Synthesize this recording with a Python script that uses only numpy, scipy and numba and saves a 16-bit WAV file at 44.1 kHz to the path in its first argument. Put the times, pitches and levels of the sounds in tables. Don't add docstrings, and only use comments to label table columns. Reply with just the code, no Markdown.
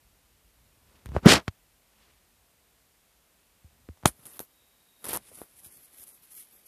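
import sys
import numpy as np
from scipy import signal
from scipy.fft import rfft, irfft
from scipy.io import wavfile
from scipy.ndimage import uniform_filter1d, minimum_filter1d
from numba import njit

SR = 44100
rng = np.random.default_rng(int(sys.argv[2]) if len(sys.argv) > 2 else 0)


def rack_gain(trim_db):
    fader = np.asarray(trim_db, float)
    return 10 ** (fader / 20)


def put_to_file(sound):
    columns = np.atleast_2d(sound).T
    safe = np.clip(columns, -1, 1)
    whole_steps = np.round(safe * 32767)
    wavfile.write(sys.argv[1], SR, whole_steps.astype(np.int16))


N = 294225
TIME = np.arange(N) / SR
PORT_FREE_S = 4.07


def unit(x):
    return x / np.sqrt(np.mean(x ** 2))


@njit
def svf(x, hz, width):
    y, b, l = np.empty(len(x)), 0., 0.
    for i in range(len(x)):
        g, k = np.tan(np.pi * hz[i] / SR), width[i] / hz[i]
        v = (b + g * (x[i] - l)) / (1 + g * (g + k))
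        b, l, y[i] = 2 * v - b, l + 2 * g * v, k * v
    return y


def band(x, hz, width):
    return svf(x, np.full(N, 1. * hz), np.full(N, 1. * width))


def body(x, modes):
    total = np.zeros(N)
    for k, (hz, width, db) in enumerate(modes):
        total += (-1) ** k * rack_gain(db) * band(x, hz, width)
    return unit(total)


def walk(rate):
    hold = int(SR / rate)
    steps = np.repeat(rng.standard_normal(N // hold + 1), hold)
    return 0.59 * uniform_filter1d(uniform_filter1d(steps, hold), hold)[:N]


def add(track, s, wave):
    i = int(s * SR)
    track[i:i + len(wave)] += wave[:N - i]


def port(x):
    # time in seconds, centre in Hz, width in Hz.
    opening = [
        (4.05, 7200, 6500),
        (4.06, 7562, 2485),
        (4.075, 10460, 2800),
        (4.41, 11500, 3800),
        (5.1, 11000, 3403),
        (5.3, 10200, 2980),
        (5.45, 10900, 3125),
        (6.67, 11400, 3116),
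    ]
    s, hz, width = np.transpose(opening)
    hz = np.interp(TIME, s, hz) * (1 + 0.079 * walk(25))
    width = np.interp(TIME, s, width)
    peak = svf(svf(x, hz, width), hz, 2.1 * width)
    return peak - 0.22 * band(x, 13600, 2100) - .1 * band(x, 5800, 6000)


def strokes(shapes, levels_db):
    gains = rack_gain(np.array(levels_db))
    out = np.zeros((gains.shape[1], N))
    for (s, rise, hold, fall), gain in zip(np.abs(shapes), gains):
        near = slice(max(int((s - 2 * rise) * SR), 0), int((s + hold + 2 * fall) * SR))
        t = TIME[near] - s
        outside = np.maximum(np.maximum(-t / rise, (t - hold) / fall), 0)
        out[:, near] += gain[:, None] * rack_gain(-30 * outside)
    return out


def room():
    # frequency in Hz, level in dB per Hz.
    hiss_colour = [(53, -36.5), (90, -6), (170, -0.5), (355, -4), (700, -4), (1460, -7.5), (2500, -7.5),
                   (6000, -11.5), (11000, -9.5), (14500, -10)]
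    # time in seconds, level in dB.
    rumble_fade = [
        (0, -61.5),
        (2.6, -68.5),
        (4.5, -73.5),
        (6.67, -76.5),
    ]
    # start of the hold, rise before it, hold and fall in seconds, level in dB.
    whistle_swell = (4.58, .2, .68, .1, -76)
    hz, db = np.transpose(hiss_colour)
    f = np.fft.rfftfreq(N, 1 / SR) + 1
    colour = rack_gain(np.interp(np.log(f), np.log(hz), db, left=-40))
    hiss = irfft(rfft(rng.standard_normal(N)) * colour, N)
    rumble = band(band(rng.standard_normal(N), 44, 30), 41, 68) * rack_gain(2.0 * walk(5))
    rumble_gain = rack_gain(np.interp(TIME, *np.transpose(rumble_fade)) - 2.5)
    whistle = band(band(rng.standard_normal(N), 3780, 160), 3780, 300)
    far = rack_gain(2.9 * walk(8)) * strokes([whistle_swell[:-1]], [whistle_swell[-1:]])[0]
    return rack_gain(-65.5) * unit(hiss) + rumble_gain * unit(rumble) + far * unit(whistle)


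def touch():
    # time in seconds, pressure in dB, speed in dB over the pressure.
    drag_path = [
        (1.215, -76, 0),
        (1.251, -32.5, -20),
        (1.264, -16, -5.5),
        (1.276, -18, -7.5),
        (1.29, -20, 2.5),
        (1.335, -22, 6.5),
        (1.358, -25.5, -1),
        (1.386, -30.5, -11.5),
        (1.44, -71, -7),
    ]
    # start (for slides the middle, for pulls the lift-off) in seconds, #
    # length in seconds, scrape, shell and port levels in dB. A slope's length is the time it takes to move 30
    # dB. # Snaps start at once and die over their length.
    snaps = [(1.066, .012, -56, -57, -73), (1.169, .045, -67, -38, -90), (1.4815, .012, -32, -31, -48),
             (1.09, .015, -62, -54, -75), (4.037, .025, -66, -58, -76), (4.0595, .012, -23, -20, -26),
             (4.256, .1, -59, -56, -45), (4.402, .055, -58, -50, -38), (5.13, .012, -59, -36, -35),
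             (5.419, .03, -62, -52, -58), (5.318, .09, -75, -61, -70), (6.226, .2, -73, -78, -58),
             (1.184, .02, -54, -52, -78)]
    scuffs = [
        (4.065, 0.015, -41.5, -41, -27.5),
        (4.13, 0.95, -92, -102, -71),
        (5.0439, 0.037, -49.5, -47, -42),
        (5.088, 0.0316, -44.5, -47.5, -38.5),
        (5.133, 0.031, -45.5, -42, -41),
        (5.375, .062, -71, -61, -52.5),
        (5.45, 1.3, -76, -79.5, -65),
    ]
    slides = [
        (0.951, .3, -71, -65.5, -82.5),
        (2.05, 0.31, -67.5, -68.5, -82),
        (5.355, 0.076, -63, -67, -47),
        (5.94, 0.1, -73, -75, -60),
    ]
    brushes = [
        (5.641, 0.0237, -67, -65.5, -49),
        (5.715, 0.061, -78, -79, -56.5),
        (5.98, .04, -73, -72, -54),
        (6.075, .022, -76.5, -76, -50),
        (6.135, .012, -84, -78, -58),
        (6.312, .055, -72, -78, -51),
        (6.375, 0.047, -68, -82, -48.5),
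        (6.525, .035, -82, -75.5, -59.5),
        (6.664, .02, -73.5, -76.5, -53.5),
    ]
    pulls = [
        (1.152, 0.022, -66, -45.5, -88),
        (4.24, 0.3, -74.5, -68.5, -64.5),
        (4.371, .22, -61.5, -62, -50),
        (5.033, 0.078, -74, -65, -61),
        (5.29, 0.21, -63, -67.5, -53),
        (5.596, 0.097, -74, -80, -54.5),
        (5.855, .2, -79, -83, -54.5),
        (6.035, .08, -73, -81, -49),
    ]
    s, press_db, speed_db = np.transpose(drag_path)
    levels = (press_db + speed_db, press_db, press_db + 1.6 * speed_db - 13)
    drag = [rack_gain(np.interp(TIME, s, db, left=-140, right=-140)) for db in levels]
    onset_s, lift_s, crest_share = .005, .036, .08
    shapes = [(s, onset_s, 0, t) for s, t, *_ in snaps]
    shapes += [(s, onset_s, t, lift_s) for s, t, *_ in scuffs]
    shapes += [(s, 0.025, t, 0.0677) for s, t, *_ in brushes]
    shapes += [(s, t, 0, lift_s) for s, t, *_ in pulls]
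    shapes += [(s - crest_share * t / 2, t, crest_share * t, t) for s, t, *_ in slides]
    rows = [row for table in (snaps, scuffs, brushes, pulls, slides) for row in table]
    return np.array(drag) + strokes(shapes, [row[2:] for row in rows])


def rubbing():
    # start of the hold, rise before it, hold and fall in seconds,
    # # level in dB.
    pushes = [(.58, .25, 0.49, 0.166, -69.5), (1.068, .04, 0.0167, 0.052, -51),
              (1.162, .07, 0.0067, 0.029, -30.5), (1.232, .015, 0.005, .02, -36.5),
              (1.304, .012, 0.039, .07, -30.5), (3.701, .02, 0.145, .1, -67.5),
              (4.088, .012, 0.0029, 0.03, -40.5), (4.149, .1, 0.27, 0.156, -69),
              (5.07, 0.038, 0.11, .07, -50), (5.3, 0.108, .04, 0.169, -63), (5.549, 0.14, 0.13, 0.172, -69),
              (5.751, .1, 0.025, 0.29, -66), (5.986, 0.09, .02, .15, -67.5)]
    # centre in Hz, width in Hz, level in dB.
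    scrape_modes = [(1988.4, 1100, 0), (3430, 1400, 1.5), (4990, 2100, -3)]
    # centre in Hz, width in Hz, level in dB.
    shell_modes = [(230, 160, -0.5), (550, 310, -0.5), (900, 650, -2.5), (1500, 910, -6.5)]
    scrape, shell, air = touch()
    sway = strokes([p[:-1] for p in pushes], [p[-1:] for p in pushes])[0]
    judder = walk(500)
    noise = rng.standard_normal((4, N))
    grit = noise[0] * rack_gain(6.2 * judder + 1.8 * walk(90))
    fizz = noise[1] * rack_gain(2.5 * judder + 0.5 * walk(100) + 1.5 * walk(35))
    knead = noise[2] * rack_gain(2.4 * walk(70))
    firm = np.interp(TIME, [4.0, 4.2], [1, .22])
    mount = firm * band(band(noise[3], 57, 35), 94, 130)
    mount += 0.12 * band(noise[3], 130, 190) / firm ** .3
    rubbed = scrape * body(grit, scrape_modes) + shell * body(knead, shell_modes)
    return rubbed + air * unit(port(fizz)) + sway * unit(mount)


def knocks():
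    # time in seconds, tick level in dB, flex level in dB, flex pitch in Hz.
    taps = [(1.0595, -35, -33, 1400), (1.09, -47, -52, 800), (1.1192, -52, -40, 900),
            (1.151, -50, -27.5, 395), (1.1654, -50, -9, 560), (1.1834, -55, -42, 900),
            (1.2598, -17, -30, 900), (1.4748, -50.5, -46, 900), (1.4803, -31, -14.5, 1500),
            (3.8887, -75, -35.5, 1200), (3.8894, -75, -32, 330), (3.974, -55.5, -50.5, 900),
            (4.0292, -54, -44, 900), (4.0352, -58, -35, 850), (4.0471, -54.5, -44, 600),
            (4.055, -39.5, -17, 785), (4.0574, 0.5, 1.5, 870), (4.192, -62, -54, 400),
            (4.2553, -32, -60, 505), (4.3933, -15, -35, 934), (4.403, -33, -28.5, 455),
            (5.316, -66, -60, 400), (5.3883, -34, -50, 2600), (5.417, -32, -28.5, 492),
            (5.602, -39, -66, 742), (5.662, -47, -50.5, 393), (6.553, -56, -57.5, 535)]
    # time
    # in seconds, level in dB, swing in Hz.
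    jolts = [(1.0597, -32, 63.4), (1.09, -31, 62), (1.1192, -30.5, 67.6), (1.151, -33, 108),
             (1.1636, -20.5, 77), (1.4802, -23, 92.2), (3.645, -45, 77.3), (3.8935, -36, 77.5),
             (4.0354, -41.5, 100.3), (4.0472, -44.5, 100.1), (4.0583, -9.5, 125.2), (4.193, -58.5, 119),
             (4.2544, -51.5, 128.6), (4.402, -57.5, 114), (5.316, -48.5, 370), (5.324, -58, 398.5),
             (5.333, -64, 380), (5.662, -57, 82.6)]
    # centre in Hz, width in Hz, level in dB.
    crack_modes = [(1880, 490, -8.5), (3650, 870, 1), (6300, 1200, 1), (9100, 1700, 0), (12800, 3900, -6)]
    ticks, thuds, t = np.zeros(N), np.zeros(N), TIME[:SR // 8]
    spray_fade = np.exp(-t[:400] / .0003) + .1 * np.exp(-t[:400] / .003)
    for (s, tick_db, flex_db, flex_hz), grit in zip(taps, rng.standard_normal((len(taps), 400))):
        spray = np.tanh(2 * grit) * spray_fade
        spray[0] = 3.5
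        add(ticks, s - .0002, rack_gain(tick_db) * spray / 2)
        turns = flex_hz * t
        flex = -np.sin(2 * np.pi * turns) * (1 - np.exp(-(turns / 0.12) ** 2)) * np.exp(-turns / 0.44)
        add(thuds, s - 0.27 / flex_hz, rack_gain(flex_db) * 1.9 * flex)
    for s, shake_db, shake_hz in jolts:
        turns = shake_hz * (t + 0.0016 * (1 - np.exp(-t / 0.0023)))
        fade = np.exp(-shake_hz * t / np.clip(-shake_db / 36, .35, 1.1))
        add(thuds, s, rack_gain(shake_db) * 1.5 * np.sin(2 * np.pi * turns) * fade)
    crack = sum(rack_gain(db) * band(ticks, hz, width) for hz, width, db in crack_modes)
    opened = np.interp(TIME, [PORT_FREE_S, PORT_FREE_S + .03], [0, 1])
    return (2.2 - 1.1 * opened) * crack + 2.3 * opened * port(ticks) + thuds


def bump():
    hard_bump = (1.2606, 1.2, 152, .46)
    s, db, hz, hurry = hard_bump
    t = TIME[:640] - .003
    turns = hz * t * np.where(t < 0, 2, 1) + hurry * (t / .01) ** 4
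    fade = signal.windows.tukey(len(t), .45) * np.exp(-np.abs(t) / .03)
    out = np.zeros(N)
    add(out, s - .003, rack_gain(db) * np.cos(2 * np.pi * turns) * fade)
    return out


def slips():
    # time in seconds, shell level in dB.
    releases = [(1.2752, -9), (1.2846, -6), (1.29, -9), (1.295, -11), (1.31, -7), (1.3253, -5),
                (1.3359, -7), (1.3405, -8), (5.0427, -35), (5.0474, -37), (5.0545, -31), (5.0676, -33),
                (5.0749, -42), (5.086, -31), (5.0913, -27), (5.0955, -31), (5.1081, -30), (5.1162, -34),
                (5.1239, -36), (5.1326, -26), (5.138, -27), (5.1437, -28), (5.1469, -29), (5.15, -28),
                (5.1562, -27), (5.1626, -25), (5.1681, -33), (5.1726, -24)]
    # time in seconds, port level in dB.
    flicks = [(4.2679, -33), (4.2749, -39), (4.3348, -43), (5.0292, -46), (5.357, -38), (5.646, -41),
              (5.655, -43), (6.021, -39), (6.027, -39), (6.032, -37), (6.0385, -36), (6.074, -41),
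              (6.081, -39), (6.09, -40)]
    air, shell, t = np.zeros(N), np.zeros(N), TIME[:300] - .002
    rows = [(s, db + (8 if s > PORT_FREE_S else -10.5), db) for s, db in releases]
    rows += [(s, db, db - 19) for s, db in flicks]
    for (s, port_db, shell_db), grit in zip(rows, rng.standard_normal((len(rows), 300))):
        burst = np.exp(-np.abs(t) / 0.00049) * np.tanh(2.5 * grit)
        add(air, s - .002, rack_gain(port_db) * 2.3 * burst)
        hz = 850 * 2 ** (.4 * grit[0])
        flex = np.exp(-(t * hz / .5) ** 2) * np.cos(2 * np.pi * hz * t + .5 * grit[1])
        add(shell, s - .002, -rack_gain(shell_db) * 0.78 * flex)
    return port(air) + shell


def scene():
    mono = room() + rubbing() + knocks() + bump() + slips()
    return np.array([mono, mono])


def starve(x, margin_db=19.0, scatter_db=4.0):
    f, t, z = signal.stft(x, SR, "cosine", nperseg=2048, noverlap=1024)
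    edges_hz = np.r_[np.geomspace(300, 9840, num=63), np.linspace(10300, 14600, num=20)]
    slot = np.searchsorted(edges_hz, f)
    power = [np.mean(np.abs(z[slot == k]) ** 2, axis=0) + 1e-20 for k in range(84)]
    db = 10 * np.log10(power)
    luck = 1.7 * uniform_filter1d(rng.standard_normal(db.shape), size=3, axis=1) * scatter_db
    keep = db + luck > db[35:83].max(axis=0) - margin_db
    keep[50:63] = True
    edge = np.abs(np.gradient(x))
    crest = -minimum_filter1d(-edge, 2048) / uniform_filter1d(edge + 1e-9, 2048)
    keep[:, np.interp(t, TIME, crest) > 9] = True
    keep[:12] = True
    thinned = z * np.where(keep, 1, .1)[slot]
    return signal.istft(thinned, SR, "cosine", nperseg=2048, noverlap=1024)[1][:N]


def low_pass(x):
    return signal.sosfilt(signal.butter(12, 16480, fs=SR, output="sos"), x)


def record(dry):
    wet = signal.sosfilt(signal.butter(4, 48, "high", fs=SR, output="sos"), dry[0])
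    wet = starve(np.clip(wet, -1, 1))
    wet = signal.sosfilt(signal.ellip(10, .2, 38, 14600, fs=SR, output="sos"), wet)
    apart = rack_gain(-37) * walk(1200) * (wet + 5.0 * np.gradient(wet))
    return low_pass(np.clip([wet + apart, wet - apart], -1, 1))


dry = scene()
out = record(dry)
put_to_file(out)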